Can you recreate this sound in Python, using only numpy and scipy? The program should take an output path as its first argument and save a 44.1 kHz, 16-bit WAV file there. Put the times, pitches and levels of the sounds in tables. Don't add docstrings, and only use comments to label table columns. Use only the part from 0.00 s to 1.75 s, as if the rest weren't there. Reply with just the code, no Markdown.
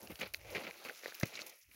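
import sys
import numpy as np
from scipy import signal
from scipy.io import wavfile
from scipy.ndimage import uniform_filter1d

SR = 44100
rng = np.random.default_rng(int(sys.argv[2]) if len(sys.argv) > 2 else 0)


def unload_wav(signal):
    wavfile.write(
        sys.argv[1],
        SR,
        np.round(np.clip(np.atleast_2d(signal).T, -1, 1) * 32767).astype(np.int16),
    )


def undo_db(level):
    steps = np.asarray(level, float) / 20
    return 10 ** steps


N = 77175

# start in seconds, length in seconds, level in dB,
# ground relative to level in dB, body weight relative to level in dB.
CRUSH_EVENTS = [(.02, 0.038, -71, 10.5, 12.5), (.095, 0.025, -56.5, 1, 5), (.19, 0.037, -50.5, -10, -3),
                (.208, 0.03, -44.5, -6.5, -7), (.24, 0.028, -53, -4.5, -10), (.45, 0.15, -55.5, -1.5, -37),
                (.548, 0.03, -44, -11, -2), (.578, 0.047, -49.5, 2, -7), (.634, 0.018, -47.5, -5.5, -7.5),
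                (.666, 0.021, -45.5, -6, -6.5), (.692, 0.01, -55, 4.5, -9), (.8495, 0.025, -49, -19, -6.5),
                (.88, 0.024, -51, 0.5, -21), (1.04, 0.058, -52.5, -10, -14), (1.228, 0.0036, -35.5, -2, -3),
                (1.25, 0.027, -61.5, -11.5, 3.5), (1.325, 0.084, -54.5, -25, -12.5),
                (1.394, 0.028, -56, -26, -6.5), (1.685, 0.034, -69.5, -23, -7.5), (1.742, .008, -75, -5, 8)]
# start in seconds, length in seconds, level in dB,
# upper treble relative to level in dB.
RASP_EVENTS = [(.005, 0.059, -64, 6.5), (.102, 0.015, -59, 6.5), (.196, 0.0047, -49, -1),
               (.209, 0.021, -50.5, -0.5), (.3367, 0.003, -52.5, 9), (.3448, 0.0045, -52, 7),
               (.355, 0.017, -61, 5.5), (.503, 0.017, -59, 5.5), (.522, 0.048, -65.5, 6),
               (.72, 0.24, -66, -21), (.838, 0.037, -67, 9), (.93, 0.065, -56, -8.5),
               (1.027, 0.083, -58.5, -1.5), (1.15, 0.002, -50, 5), (1.165, .008, -69, 11),
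               (1.1985, 0.0035, -45.5, -5), (1.208, 0.025, -61, 8), (1.255, 0.016, -51, -3),
               (1.271, .016, -60, 1), (1.335, 0.038, -51.5, -30), (1.394, 0.034, -54, -9),
               (1.068, 0.008, -59.5, 1), (1.4635, 0.0077, -52, 2), (1.477, 0.0083, -53, 1.5),
               (1.491, 0.0093, -56, 2), (1.612, 0.023, -64.5, -4)]
# time in seconds, peak in dB, ring in Hz, thud relative to peak in dB.
TWIG_SNAPS = [(0.0163, -33.5, 6000, -35), (0.0301, -28, 11400, -38), (0.0736, -30.5, 2790, -22),
              (0.1041, -36, 12400, -5), (0.1566, -27.5, 3280, -34), (0.2761, -31.5, 11700, -34),
              (0.34, -24, 2660, -22), (.3449, -17.5, 2285, -28.5), (.3965, -47, 2330, -34),
              (.4135, -39, 2330, -20), (0.4483, -38.5, 2200, -7), (0.7098, -27.5, 2280, -20.5),
              (0.8504, -28.5, 2570, -9), (.8965, -25.5, 1560, -12.5), (1.027, -36, 6000, -25),
              (1.035, -36, 1860, -4), (1.049, -33, 3800, -16), (1.0589, -24, 1760, -5),
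              (1.0804, -29, 3820, -7), (1.1078, -34, 3650, -31), (1.1225, -35.5, 1610, -10),
              (1.1455, -26.5, 6000, -41), (1.212, -31.5, 1630, -27), (1.2331, -16, 2050, -21),
              (1.3549, -25, 3970, -29), (1.3915, -24, 2230, -19.5), (1.4122, -28, 6260, -28),
              (1.4178, -23, 3930, -31), (1.7141, -42.5, 2270, -26), (1.741, -59, 12100, -32.5)]
# time in seconds, peak in dB, ring in Hz,
# thud relative to peak in dB.
STALK_CRACKS = [(.1908, -36, 3900, -30), (.2098, -25.5, 2350, -23), (.2138, -29, 2200, -8),
                (.2165, -24.5, 2900, -14.5), (.2238, -34.5, 1490, -12), (.2278, -33, 2170, 1),
                (.2312, -31, 2040, -12), (.2378, -40, 2060, -10), (.3369, -19, 10700, -31),
                (.3382, -30, 6240, -42), (.3454, -22.5, 4200, -35), (.3485, -43, 4000, -41),
                (.5028, -35.5, 4620, -30), (.5493, -23, 2230, -11), (.5518, -23, 2240, -24),
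                (.5545, -30, 4300, -1.5), (.5572, -22.5, 2000, -14), (.5615, -28, 2160, -5),
                (.5645, -37, 2470, -18), (.569, -22, 2100, -26), (.5715, -33, 2100, -7),
                (.5895, -38, 4300, -4), (.6355, -41, 2500, -16), (.6674, -33, 2190, -14),
                (.8415, -36.5, 4200, -25), (.8573, -40, 2490, -10), (.8592, -32, 2280, -9.5),
                (.8652, -38, 2300, -3), (.871, -47, 2350, 4), (.8838, -42, 4100, -12),
                (.8875, -26.5, 2600, -33), (.8922, -46, 2300, 4), (.9236, -47, 2430, -7),
                (1.1438, -35, 12300, -38), (1.1495, -34.5, 2670, -35), (1.1497, -23, 14900, -43),
                (1.1682, -34, 15000, -40), (1.1987, -22.5, 14900, -40), (1.2283, -33, 1550, -28),
                (1.2312, -34, 2150, 1), (1.2322, -23.5, 3230, -32), (1.2333, -21, 5350, -33),
                (1.2355, -23.5, 2005, -32), (1.2565, -28, 14600, -42), (1.2572, -36, 2300, -31),
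                (1.3241, -46, 2440, -32), (1.3391, -36, 2310, -28), (1.4638, -40, 2630, -25),
                (.6505, -37, 1950, -6), (.678, -37, 2220, -5)]
# time in seconds, level in dB, brightness in dB,
# ground in dB, fullness in dB.
RUSTLE = [(0, -64.5, 1, 9, -2.5), (.16, -63.5, 6, -3, 1), (.28, -61, -1, -6, -2), (.325, -71.5, 3, -1.5, 0),
          (.37, -71, 7, 1.5, 3), (.43, -62, -2, 0, -7.5), (.55, -55, -2, 8, -2.5),
          (.72, -61, 1.5, -3.5, -2), (.84, -60, 0.5, -2.5, 3.5), (.95, -60, 2.5, -7, -2),
          (1.02, -59, -1.5, -9.5, -1), (1.17, -59, -1.5, -6.5, 1), (1.3, -57, -3, -3, -3),
          (1.44, -59, -1, 2, -1), (1.53, -61.5, -2, -5, -3), (1.59, -68, 5, -13.5, -9),
          (1.67, -74.5, 3, -26, -11), (1.75, -64, 5.5, -14, -0.5)]
# time in seconds, level in dB.
WIND_LEVEL = [(0, -73), (.06, -70), (.14, -55), (.18, -95.5), (.22, -62.5), (.3, -64), (.35, -66.5),
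              (.47, -57), (.58, -64.5), (.64, -88), (.7, -75), (.8, -91), (1.2, -107), (1.27, -75),
              (1.33, -93), (1.6, -100), (1.67, -71), (1.75, -78)]
# centre in Hz, width in Hz, level in dB.
STALK_MODES = [(1434, 454, -3.5), (2280, 610, 0), (4120, 900, -5.5), (6000, 580, -18)]
# centre in Hz, width in Hz, level in dB.
GROUND_MODES = [(390, 107, -7), (551, 159, -3.5), (732, 285, -4.5)]
# centre in Hz, width in Hz, level in dB.
WEIGHT_MODES = [(175, 80, -9), (253, 142, 2)]
# centre in Hz, width in Hz, level in dB.
LEAF_MODES = [(4200, 1060, 1.5), (5960, 1860, 6.5), (2440, 770, -3)]
# centre in Hz, width in Hz, level in dB.
CRISP_MODES = [(10280, 2940, 7), (12520, 2940, 0.5), (15000, 2200, 0.5)]


def band(x, hz, width):
    return signal.lfilter(*signal.iirpeak(hz, hz / width, fs=SR), x)


def two_bands(x, hz, width):
    return band(band(x, hz, width), hz, 2 * width)


def unit_rms(x):
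    return x / np.sqrt(np.mean(x ** 2))


def unit_peak(x):
    return x / np.abs(x).max()


def walk(rate):
    hold = int(SR / rate)
    steps = np.repeat(rng.standard_normal(N // hold + 1), hold)
    return 0.81 * uniform_filter1d(steps, hold)[:N]


def curve(rows, column):
    rows = np.array(rows)
    return np.interp(np.arange(N) / SR, rows[:, 0], rows[:, column])


def bursts(rows, attack_s, release_s):
    t, power = np.arange(N) / SR, 0
    for start, length, db, *relative_db in rows:
        attack = np.clip((t - start) / attack_s, 0, 1)
        decay = np.exp(-np.clip(t - start - length, 0, None) / release_s)
        part_db = db + np.array([0, *relative_db])
        power = power + (attack * decay) ** 2 * undo_db(2 * part_db)[:, None]
    return power


def grains(smooth):
    chance = rng.random((3, N))
    breaks = chance[0] < 1300 / SR
    size_db = np.minimum(-4.5 * np.log(chance[1] + 1e-9), 13)
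    size = undo_db(size_db) * np.sign(chance[2] - .5)
    return unit_rms(breaks * size) + smooth * rng.standard_normal(N)


def resonate(modes, drive, smooth):
    shared, out = grains(smooth), 0
    for (hz, width, db), push in zip(modes, np.broadcast_to(drive, (len(modes), N))):
        source = (shared + 0.86 * grains(smooth)) * undo_db(2.16 * walk(59.79))
        ringing, steady = source * push, source
        for _ in range(3):
            ringing = band(ringing, hz, 2.34 * width)
            steady = band(steady, hz, 2.34 * width)
        out = out + undo_db(db) * ringing / np.std(steady)
    return out / np.sqrt(sum(undo_db(2 * db) for _, _, db in modes))


def fullness(modes):
    others = (np.arange(len(modes)) != 1)[:, None]
    return undo_db(others * curve(RUSTLE, column=4))


def crushing():
    crush = bursts(CRUSH_EVENTS, attack_s=0.0019, release_s=0.0078) * undo_db(2 * 3 * walk(180))
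    moving = curve(RUSTLE, column=1)
    deep = moving + curve(RUSTLE, column=3)
    heavy = deep + curve(RUSTLE, column=4) - 14.5
    stalks = fullness(STALK_MODES) * np.sqrt(crush[0] + undo_db(2 * moving))
    ground = fullness(GROUND_MODES) * np.sqrt(crush[1] + undo_db(2 * deep))
    weight = np.sqrt(crush[2] + undo_db(2 * heavy))
    return (resonate(STALK_MODES, stalks, smooth=0.29)
            + resonate(GROUND_MODES, ground, smooth=0.55)
            + resonate(WEIGHT_MODES, weight, smooth=0.34))


def rasping():
    rasp = bursts(RASP_EVENTS, attack_s=0.0005, release_s=0.004) * undo_db(2 * 3.5 * walk(150))
    moving = curve(RUSTLE, column=1)
    bright = moving + curve(RUSTLE, column=2)
    leaves = fullness(LEAF_MODES) * np.sqrt(rasp[0] + undo_db(2 * (moving - 0.5)))
    crisp = np.sqrt(rasp[1] + undo_db(2 * bright))
    return resonate(LEAF_MODES, leaves, smooth=0.75) + resonate(CRISP_MODES, crisp, smooth=0.33)


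def wind():
    x = rng.standard_normal(N)
    for _ in range(3):
        x = band(x, 70, 1.58 * 55)
    x = x / np.sqrt(uniform_filter1d(x ** 2, size=1800))
    x = x * undo_db(curve(WIND_LEVEL, column=1) + 1.5 * walk(24.48))
    return signal.sosfilt(signal.butter(N=4, Wn=200, fs=SR, output="sos"), x)


def snapping(rows, sharpness, broad_db):
    size = 1024
    out = np.zeros(N + size)
    chance = rng.random((len(rows), 3))
    impulse = np.eye(1, size)[0]
    thud = unit_peak(two_bands(impulse, 495, 217))
    for (start, db, hz, thud_db), c in zip(rows, chance):
        kick = np.zeros(size)
        kick[[0, int(18 + 4 * c[0]), int(70 + 60 * c[1])]] = 1, .6, .3
        stalks = two_bands(kick, 1800, 580)
        stalks = stalks + 1.36 * two_bands(kick, 4310, 1400)
        stalks = stalks + 0.88 * two_bands(kick, 5600, 1560)
        stalks_db = broad_db - 19.0 * abs(np.log2(hz / 3000))
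        twig = unit_peak(two_bands(kick, hz, hz / sharpness))
        ring = unit_peak(twig + undo_db(stalks_db) * unit_peak(stalks))
        i = int(start * SR)
        out[i:i + size] += undo_db(db - 5.5) * (ring - undo_db(thud_db) * thud)
    return out[:N]


def knock():
    lean_s, swing_s = .004, .0032
    t = np.arange(N) / SR - 1.2338
    lean = np.clip(1 + t / lean_s, 0, 1) ** 2 * np.clip(1 - 4 * t / swing_s, 0, 1)
    swing = np.sin(np.pi * np.clip(t / swing_s, 0, 1))
    after = np.clip(t - swing_s, 0, None)
    rebound = np.sin(2 * np.pi * 103 * after) * np.exp(-after / 0.0055)
    return undo_db(-22) * (undo_db(-0.5) * lean - swing + undo_db(-10) * rebound)


def scene():
    brush = crushing() + rasping()
    snaps = snapping(TWIG_SNAPS, sharpness=3.5, broad_db=5)
    cracks = snapping(STALK_CRACKS, sharpness=3.18, broad_db=0.5)
    hiss = undo_db(-89) * rng.standard_normal(N)
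    return (brush + wind() + snaps + cracks + knock() + hiss)[None]


def low_pass(x):
    return signal.sosfilt(signal.butter(12, 16560, fs=SR, output="sos"), x)


def record(dry):
    x = dry - 0.78 * band(dry, 8340, 6030)
    x = signal.sosfilt(signal.butter(N=2, Wn=52, btype="high", fs=SR, output="sos"), x)
    x = signal.sosfilt(signal.ellip(8, .2, 60, 15750, fs=SR, output="sos"), x)
    return low_pass(x)


dry = scene()
out = record(dry)
unload_wav(out)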